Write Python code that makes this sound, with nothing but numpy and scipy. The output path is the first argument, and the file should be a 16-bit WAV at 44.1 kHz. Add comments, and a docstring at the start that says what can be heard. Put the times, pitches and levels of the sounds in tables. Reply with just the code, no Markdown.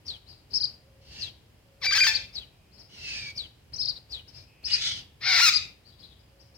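"""A flock of parrots calls from bare treetops on a still day, over a low far-off rumble.
First come falling whistles, a bunch of twitters and a distant screech; all three keep returning.
Near 2 seconds a close bird squawks, its voice jumping between low and high. Just after 5 seconds it
gives a second, rasping squawk, and faint twitters end the scene. All along, branches and houses
scatter the calls, and a noise suppressor turns the rumble down between them."""
import sys
import numpy as np
from scipy import signal
from scipy.fft import rfft, irfft
from scipy.io import wavfile
from scipy.ndimage import uniform_filter1d

SR = 44100
rng = np.random.default_rng(int(sys.argv[2]) if len(sys.argv) > 2 else 0)


def persist_wave(psi):
    """Save psi, clipped to +-1, as 16-bit WAV."""
    counts = np.round(np.clip(psi, -1, 1) * 32767).astype(np.int16)
    wavfile.write(sys.argv[1], SR, np.atleast_2d(counts).T)


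N = 289737
CUTOFF_HZ = 15900  # upper limit of the treble

# How the near bird's throat and beak shape its voice. Each row: frequency in Hz, gain in dB.
NEAR_THROAT = [(450, -46.5), (720, -20), (1100, -14), (1500, -7), (2200, 3.5), (3000, -7.5), (4000, 5),
               (5100, 8), (6200, 3.5), (8200, -5), (12000, -9), (15000, -3.5)]


def from_db(db):
    """Turn decibels into a number to multiply by."""
    return 10 ** (np.asarray(db) / 20)


def rms_one(x):
    """Scale a sound so that its average strength (rms) is 1."""
    return x / np.sqrt(np.mean(x ** 2) + 1e-20)


def seconds(length):
    """The time of each sample in a sound of this length."""
    return np.arange(int(length * SR)) / SR


def at_hz(points, hz):
    """Look up a frequency in a table, giving each octave equal room."""
    known_hz, values = np.transpose(points)
    return np.interp(np.log(np.maximum(hz, 1)), np.log(known_hz), values)


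def bins(x):
    """The frequencies in the spectrum of x."""
    return np.arange(x.shape[-1] // 2 + 1) * SR / x.shape[-1]


def colour(x, spectrum):
    """Turn frequencies up or down by a table of Hz and dB."""
    return irfft(rfft(x) * from_db(at_hz(spectrum, bins(x))), x.shape[-1])


def flutter(size, hz):
    """A random wiggle about 1 in size, moving at rates up to about hz."""
    smooth = signal.butter(2, min(hz, SR / 3), fs=SR, output="sos")
    return rms_one(signal.sosfilt(smooth, rng.standard_normal(size + SR // 2)))[-size:]


def add(track, start_s, sound):
    """Mix a sound into a track at the given time."""
    start = max(0, int(start_s * SR))
    track[start:start + len(sound)] += sound[:max(0, N - start)]


def attack_release(t, attack_s, attack_db, release_s, release_db):
    """A level shape in dB: it eases up, holds, then falls in a straight line."""
    rise = -attack_db * np.maximum(1 - t / attack_s, 0) ** 2
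    return rise - release_db * np.maximum(1 - (t[-1] - t) / release_s, 0)


def tone(pitch, waver, overtone_db):
    """A nearly pure, unsteady whistle with a weak tone an octave above."""
    phase = 2 * np.pi * np.cumsum(pitch * (1 + waver * flutter(len(pitch), 600))) / SR
    return np.sqrt(2) * (np.sin(phase) + from_db(overtone_db) * np.sin(2 * phase))


def air(rumble_db=-52.5, swell_db=0.73, hiss_gain_db=-44, split_hz=450):
    """A far-off low rumble swells and sinks under a steady faint hiss."""
    # The background's tone. Each row: frequency in Hz, gain in dB.
    spectrum = [(15, -40.5), (25, -20.5), (58, 2), (129, -1), (155, -7.5), (554, -21.5), (1260, -32),
                (3100, -30), (3630, -36), (5120, -33), (5690, -39.5), (14000, -43)]
    # Each row: frequency in Hz, how alike left and right are from 0 to 1.
    likeness = [(60, .95), (150, 0.94), (600, 0.31), (4000, 0)]
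    mid, side = colour(rng.standard_normal((2, N)), spectrum)
    alike = at_hz(likeness, bins(mid))
    common = np.sqrt(1 + alike) * rfft(mid)
    opposite = np.sqrt(1 - alike) * rfft(side) * [[1], [-1]]
    noise = rms_one(irfft(common + opposite, N))
    low = signal.sosfiltfilt(signal.butter(2, split_hz, fs=SR, output="sos"), noise)
    rumble = from_db(rumble_db + swell_db * flutter(N, hz=2.5)) * rms_one(low)
    return rumble + from_db(hiss_gain_db) * (noise - low)


def held_notes(waver):
    """Low hoots and thin whistles from far away, barely above the background."""
    # Each row: start in seconds, length in seconds, pitch in Hz, level in dB.
    notes = [(0.799, 0.31, 540, -59.5), (1.547, 0.76, 540.5, -60.5), (2.2, 0.7, 2485, -68.5),
             (4.428, 0.3, 2550, -59.5), (6.255, 0.36, 541, -63.5)]
    out = np.zeros(N)
    for start, length, hz, level_db in notes:
        size = int(length * SR)
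        note = tone(np.full(size, float(hz)), waver, overtone_db=-27.5)
        add(out, start, from_db(level_db) * signal.windows.tukey(size) * note)
    return out


def echoes(scatter_db, scatter_t60, tail_db):
    """The stereo echo of a click: quick scatter off branches, then a longer tail from houses."""
    # Each row: frequency in Hz, seconds the tail takes to fade by 60 dB (called t60).
    tail_t60 = [(1200, 0.29), (2500, 0.48), (5000, 0.38), (10000, 0.24)]
    t = seconds(0.75)
    scatter = rng.standard_normal((2, len(t))) * from_db(-60 * t / scatter_t60) * (t > .001)
    white, tail = rfft(rng.standard_normal((2, len(t)))), 0
    octaves_hz = 250 * 2. ** np.arange(7)
    for low, high in zip(octaves_hz, octaves_hz[1:]):
        band = irfft(white * ((bins(t) >= low) & (bins(t) < high)), len(t))
        tail = tail + band * from_db(-60 * t / at_hz(tail_t60, np.sqrt(low * high)))
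    tail = tail * (1 - np.exp(-t / 0.029))  # the tail takes a moment to build
    return (from_db(scatter_db) * rms_one(scatter) + from_db(tail_db) * rms_one(tail)) / np.sqrt(len(t))


def perch(call, gain_db, left_db, left_lag_ms, **echo):
    """Place a call: left and right differ in level and timing; echoes shift as the microphone sways."""
    n = np.arange(N)
    direct = np.array([np.interp(n - left_lag_ms * SR / 1000, n, call), call])
    sway = 2 * np.pi * n / SR  # once a second
    echoed = sum(signal.fftconvolve((call * share)[None], echoes(**echo), axes=1)[:, :N]
                 for share in (np.cos(sway), np.sin(sway)))
    lean_db = np.array([[left_db], [-left_db]]) / 2
    return from_db(gain_db) * (direct * from_db(lean_db) + echoed * from_db(lean_db * 0.37))


def harsh_call(pitch, level_db, rough, throat, rolloff, jitter, jitter_hz, wobble, shimmer,
               hiss_db, beak_open_db, beak_slope):
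    """A bird's voice box pulses into its throat; when rough, pitch and strength shake and air hisses."""
    size, rough = len(pitch), np.clip(rough, 0, 1)
    unsteady = rough * (jitter * flutter(size, jitter_hz) + wobble * flutter(size, 71.5))
    phase = 2 * np.pi * np.cumsum(pitch * (1 + unsteady)) / SR
    # each harmonic (multiple of the pitch) lags more than the last, which spreads the pulse out
    pulses = sum(np.cos(k * phase - k * k / 2) / k ** rolloff * (k * pitch < CUTOFF_HZ)
                 for k in range(1, int(CUTOFF_HZ / pitch.min()) + 1))
    pulses = rms_one(pulses) * (1 + shimmer * rough * flutter(size, 900))
    hiss = from_db(hiss_db) * rough * rng.standard_normal(size) * (1 + np.cos(phase))
    voice = colour(pulses + hiss, throat)
    # the highest treble gets out only as the beak opens, fully so at beak_open_db
    closed = signal.sosfiltfilt(signal.butter(8, 5700, fs=SR, output="sos"), voice)
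    opening = from_db(beak_slope * np.minimum(level_db - beak_open_db, 0))
    voice = closed + (voice - closed) * opening
    evened = voice / np.sqrt(uniform_filter1d(voice ** 2, size=200) + 1e-12)
    return evened * from_db(level_db) * signal.windows.tukey(size, .1)


def screeches(swell_db=18.5, fade_db=9, bend=1.52, tremble_db=1.23):
    """Birds further off scream: a wavering tone in a wide hiss swells and fades as its pitch sinks."""
    # Each row: start, swell time and fade time in seconds, first and last pitch in Hz,
    # peak level in dB, roughness from 0 to 1.
    calls = [(1.0, 0.19, .11, 2930, 2703, -43, 0.96), (2.881, 0.24, .21, 2973, 2241, -36, 0.56),
             (4.29, .09, .07, 2780, 2400, -54.5, .9), (4.655, 0.074, .08, 2747, 2550, -30, 1),
             (4.775, 0.073, .1, 3800, 3268, -27.5, 0.95), (4.9, .06, .07, 3295, 2906, -39.5, .8)]
    # How their throats and beaks shape the voice. 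Each row: frequency in Hz, gain in dB.
    far_throat = [(500, -21), (1200, -17), (1900, -4), (2600, -3.5), (3400, 0), (4900, 7.5), (6500, -8.5),
                  (9000, -18.5), (15000, -44)]
    out = np.zeros(N)
    for start, swell_s, fade_s, first_hz, last_hz, peak_db, rough in calls:
        t = seconds(swell_s + fade_s)
        early = np.maximum(1 - t / swell_s, 0) ** bend
        late = np.maximum((t - swell_s) / fade_s, 0) ** bend
        level_db = peak_db - swell_db * early - fade_db * late + tremble_db * flutter(len(t), hz=35.1)
        pitch = np.geomspace(first_hz, last_hz, len(t))
        voice = harsh_call(pitch, level_db, rough * (1 - .5 * late), far_throat, rolloff=2.3,
                           jitter=0.075, jitter_hz=686, wobble=0.0395, shimmer=0.27,
                           hiss_db=7, beak_open_db=-64, beak_slope=1)
        add(out, start, voice)
    return out


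def whistles(waver, tremble_db, lead_s=0.035, slide_s=0.1, hold_s=0.032, release_db_per_s=754):
    """A soft rising lead-in breaks into a loud downward slide, which dies away to a faint trail."""
    # Each row: start of the slide in seconds, its first pitch in Hz, level in dB.
    calls = [(0.079, 4844, -34.5), (1.21, 4900, -33.5), (2.353, 4780, -35), (3.375, 4820, -33),
             (4.121, 4620, -35)]
    out = np.zeros(N)
    t = seconds(lead_s + slide_s) - lead_s  # zero where the slide starts
    rise = np.interp(t, [-lead_s, 0], [.92, 1.17])
    fall = .36 + .64 * np.exp(-t / .095)
    pitch_ratio = np.where(t < 0, rise, fall)
    lead_db = -12 * np.clip(1 - t / 0.0015, 0, 1)
    release_db = np.maximum(-release_db_per_s * np.maximum(t - hold_s, 0), -12)
    for start, hz, level_db in calls:
        loudness = from_db(level_db + lead_db + release_db + tremble_db * flutter(len(t), 540))
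        loudness *= signal.windows.tukey(len(t), .35)
        add(out, start - lead_s, loudness * tone(hz * pitch_ratio, waver, overtone_db=-29.5))
    return out


def twitters(buzz_hz, near_waver, far_waver, far_below_db, droop=.28):
    """Each note arches in pitch while a fast buzz chops it; faint notes come, blurred, from far off."""
    # Each row: start and length of the note's main part in seconds, top pitch in Hz,
    # level in dB, buzz from 0 to 1.
    notes = [ (0.269, 0.064, 4830, -45, 0), (0.505, 0.018, 5120, -45, 1), (0.534, 0.019, 5350, -30.5, 0.5),
             (0.543, 0.041, 5404, -24.5, 0), (0.603, 0.023, 5006, -28, 0.1), (0.631, 0.025, 4870, -23.5, 0),
             (2.143, 0.029, 4690, -26, 0.95), (2.72, 0.055, 5140, -50, 0.14), (2.781, 0.043, 5230, -45, .4),
             (3.733, 0.02, 5210, -38.5, 0.8), (3.757, 0.016, 5850, -38.5, .5),
             (3.786, 0.044, 5296, -30, 0.55), (3.818, 0.028, 4720, -32.5, 1),
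             (3.848, 0.017, 5070, -29.5, 0.7), (3.874, 0.036, 4780, -28.5, 0.8),
             (3.959, 0.022, 4380, -43, 0.7), (4.277, 0.022, 5280, -44.5, 0.5),
             (4.336, 0.068, 5194, -45, 0.6), (4.644, 0.039, 5400, -32.5, 1),
             (4.709, 0.032, 5020, -29.5, 0.7), (4.729, 0.029, 5076, -22, 0.7),
             (5.534, 0.018, 4980, -26, 0.9), (5.548, 0.033, 4990, -22.5, 0.6),
             (5.847, 0.061, 4780, -49.5, 0.45), (5.918, 0.029, 3910, -54, .8),
             (5.989, 0.033, 4830, -47.5, .6), (6.027, 0.031, 4220, -44, 0.3), (6.105, 0.035, 3560, -54, .1),
             (6.188, 0.032, 5070, -57, 0.55), (6.393, 0.042, 5240, -50.5, 0.3),
             (6.544, 0.033, 5240, -49.5, 0.74)]
    near, far = np.zeros((2, N))
    for start, length, top_hz, level_db, buzz in notes:
        track, waver = (far, far_waver) if level_db < far_below_db else (near, near_waver)
        along = np.linspace(-1.4, 1.4, int(1.4 * length * SR))  # the main part runs from -1 to 1
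        chop_hz = buzz_hz * (1 + 0.039 * flutter(len(along), 80))
        chop = 1 + .8 * buzz * np.cos(2 * np.pi * np.cumsum(chop_hz) / SR)
        pitch = top_hz * (1 - droop * np.tanh(along ** 2 / 1.5))
        swell = signal.windows.tukey(len(along), .2) / (1 + 2 * along ** 4)
        note = from_db(level_db) * swell * chop * tone(pitch, waver, overtone_db=-39)
        add(track, start + (length - len(note) / SR) / 2, note)
    return near, far


def breaking_squawk(end_s=2.1375, scoop_s=.04, settle_s=.006, jump_s=.004):
    """The near bird's voice flips between pure high tones, a middle range and a low rasp."""
    # Each row: start in seconds, pitch in Hz, level in dB, roughness from 0 to 1.
    notes = [(1.808, 770, -23.5, 0.49), (1.865, 2328, -23, 0.03), (1.911, 1167, -28, 0.37),
             (1.923, 1543, -21, 0.23), (1.941, 2358, -24.5, .2), (1.95, 855.5, -21.5, 0.75),
             (1.98, 1556, -21, 0.17), (2.006, 2398, -17.5, 0.01), (2.038, 1553, -21, .27),
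             (2.068, 877, -20, 0.33)]
    # Higher notes have weaker harmonics. Each row: pitch in Hz, how steeply the harmonics fall off.
    rolloffs = [(900, 0.59), (2350, 1.31)]
    starts, note_hz, note_db, note_rough = np.transpose(notes)
    t, breaks = seconds(end_s - starts[0]), starts - starts[0]
    note = np.searchsorted(breaks, t, side="right") - 1  # each note lasts until the next
    # the call scoops in from above, and every note lands a little high and settles
    scoop = .6 * np.cos(np.pi / 2 * np.minimum(t / scoop_s, 1))
    overshoot = 0.038 * np.exp(-(t - breaks[note]) / settle_s)
    steps = np.array([note_hz[note] * (1 + overshoot + scoop), note_db[note], note_rough[note]])
    pitch, level_db, rough = uniform_filter1d(steps, size=int(jump_s * SR))
    level_db += attack_release(t, attack_s=0.058, attack_db=25.5, release_s=0.049, release_db=22.5)
    voice = harsh_call(pitch, level_db, rough, NEAR_THROAT, rolloff=at_hz(rolloffs, pitch),
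                       jitter=.06, jitter_hz=500, wobble=.04, shimmer=0.68,
                       hiss_db=-7, beak_open_db=-13.5, beak_slope=0.99)
    out = np.zeros(N)
    add(out, starts[0], voice)
    return out


def rasping_squawk(thin_below_hz=740, full_db=-16, growth_db_per_s=25.5):
    """The near bird's thin rasp grows louder and brighter; it warbles low, leaps an octave and sags."""
    # Each row: time in seconds, pitch in Hz.
    melody = [(5.2, 563.6), (5.262, 738), (5.324, 726), (5.334, 676.4), (5.356, 748), (5.376, 654.5),
              (5.396, 645), (5.42, 1400), (5.44, 1419), (5.486, 1199), (5.508, 1170)]
    # The voice clears a little as it leaps up. Each row: pitch in Hz, roughness from 0 to 1.
    roughness = [(700, .58), (1300, .34)]
    times, hz = np.transpose(melody)
    pitch = np.interp(np.arange(times[0], times[-1], 1 / SR), times, hz)
    t = np.arange(len(pitch)) / SR
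    level_db = full_db - growth_db_per_s * (t[-1] - t)
    level_db += attack_release(t, attack_s=0.092, attack_db=28.5, release_s=0.016, release_db=10)
    voice = harsh_call(pitch, level_db, at_hz(roughness, pitch), NEAR_THROAT, rolloff=0.76,
                       jitter=.06, jitter_hz=500, wobble=.065, shimmer=1.0,
                       hiss_db=-8, beak_open_db=-16, beak_slope=2.64)
    bass_cut = signal.butter(3, thin_below_hz, "high", fs=SR, output="sos")
    out = np.zeros(N)
    add(out, times[0], signal.sosfilt(bass_cut, voice))
    return out


def noise_suppressor(x, depth_db=7, shut_db=-54.5, open_db=-39.5, window_s=0.035):
    """Turns everything down while the treble is quiet, so the background sinks between calls."""
    treble = signal.sosfilt(signal.butter(2, 1500, "high", fs=SR, output="sos"), x)
    power = uniform_filter1d(np.mean(treble ** 2, axis=0), size=int(window_s * SR))
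    treble_db = 10 * np.log10(np.abs(power) + 1e-12)
    shut = np.clip((open_db - treble_db) / (open_db - shut_db), 0, 1)
    return x * from_db(-depth_db * shut)


def scene():
    """Squawks, screeches, twitters and whistles from five perches, over the background."""
    # The right microphone faces away from the tree and loses treble.
    # Each row: frequency in Hz, gain in dB.
    shadow = [(8500, -1.5), (12000, -22.5)]
    near, far = twitters(buzz_hz=310, near_waver=.025, far_waver=.048, far_below_db=-43.5)
    slides = whistles(waver=.028, tremble_db=3)
    birds = perch(breaking_squawk() + rasping_squawk(), gain_db=0, left_db=4, left_lag_ms=-0.049,
                  scatter_db=-8, scatter_t60=0.033, tail_db=-9.5)
    birds += perch(screeches(), gain_db=-3, left_db=-1.5, left_lag_ms=0.098,
                   scatter_db=3.5, scatter_t60=0.03, tail_db=-9.5)
    birds += perch(near, gain_db=0, left_db=9, left_lag_ms=0.268,
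                   scatter_db=-5, scatter_t60=0.1, tail_db=-14)
    birds += perch(far, gain_db=-7, left_db=15.5, left_lag_ms=0.294,
                   scatter_db=0, scatter_t60=0.086, tail_db=-0.5)
    birds += perch(slides, gain_db=-2.5, left_db=7, left_lag_ms=0.16,
                   scatter_db=-1.5, scatter_t60=0.054, tail_db=-12)
    left, right = birds
    return np.array([left, colour(right, shadow)]) + held_notes(waver=0.084) + air()


def record(dry):
    """Quiet stretches are turned down, peaks are rounded and the highest treble is cut steeply."""
    treble_cut = signal.ellip(12, .1, 90, CUTOFF_HZ, fs=SR, output="sos")
    return signal.sosfilt(treble_cut, np.tanh(noise_suppressor(dry)))


dry = scene()
out = record(dry)
persist_wave(out)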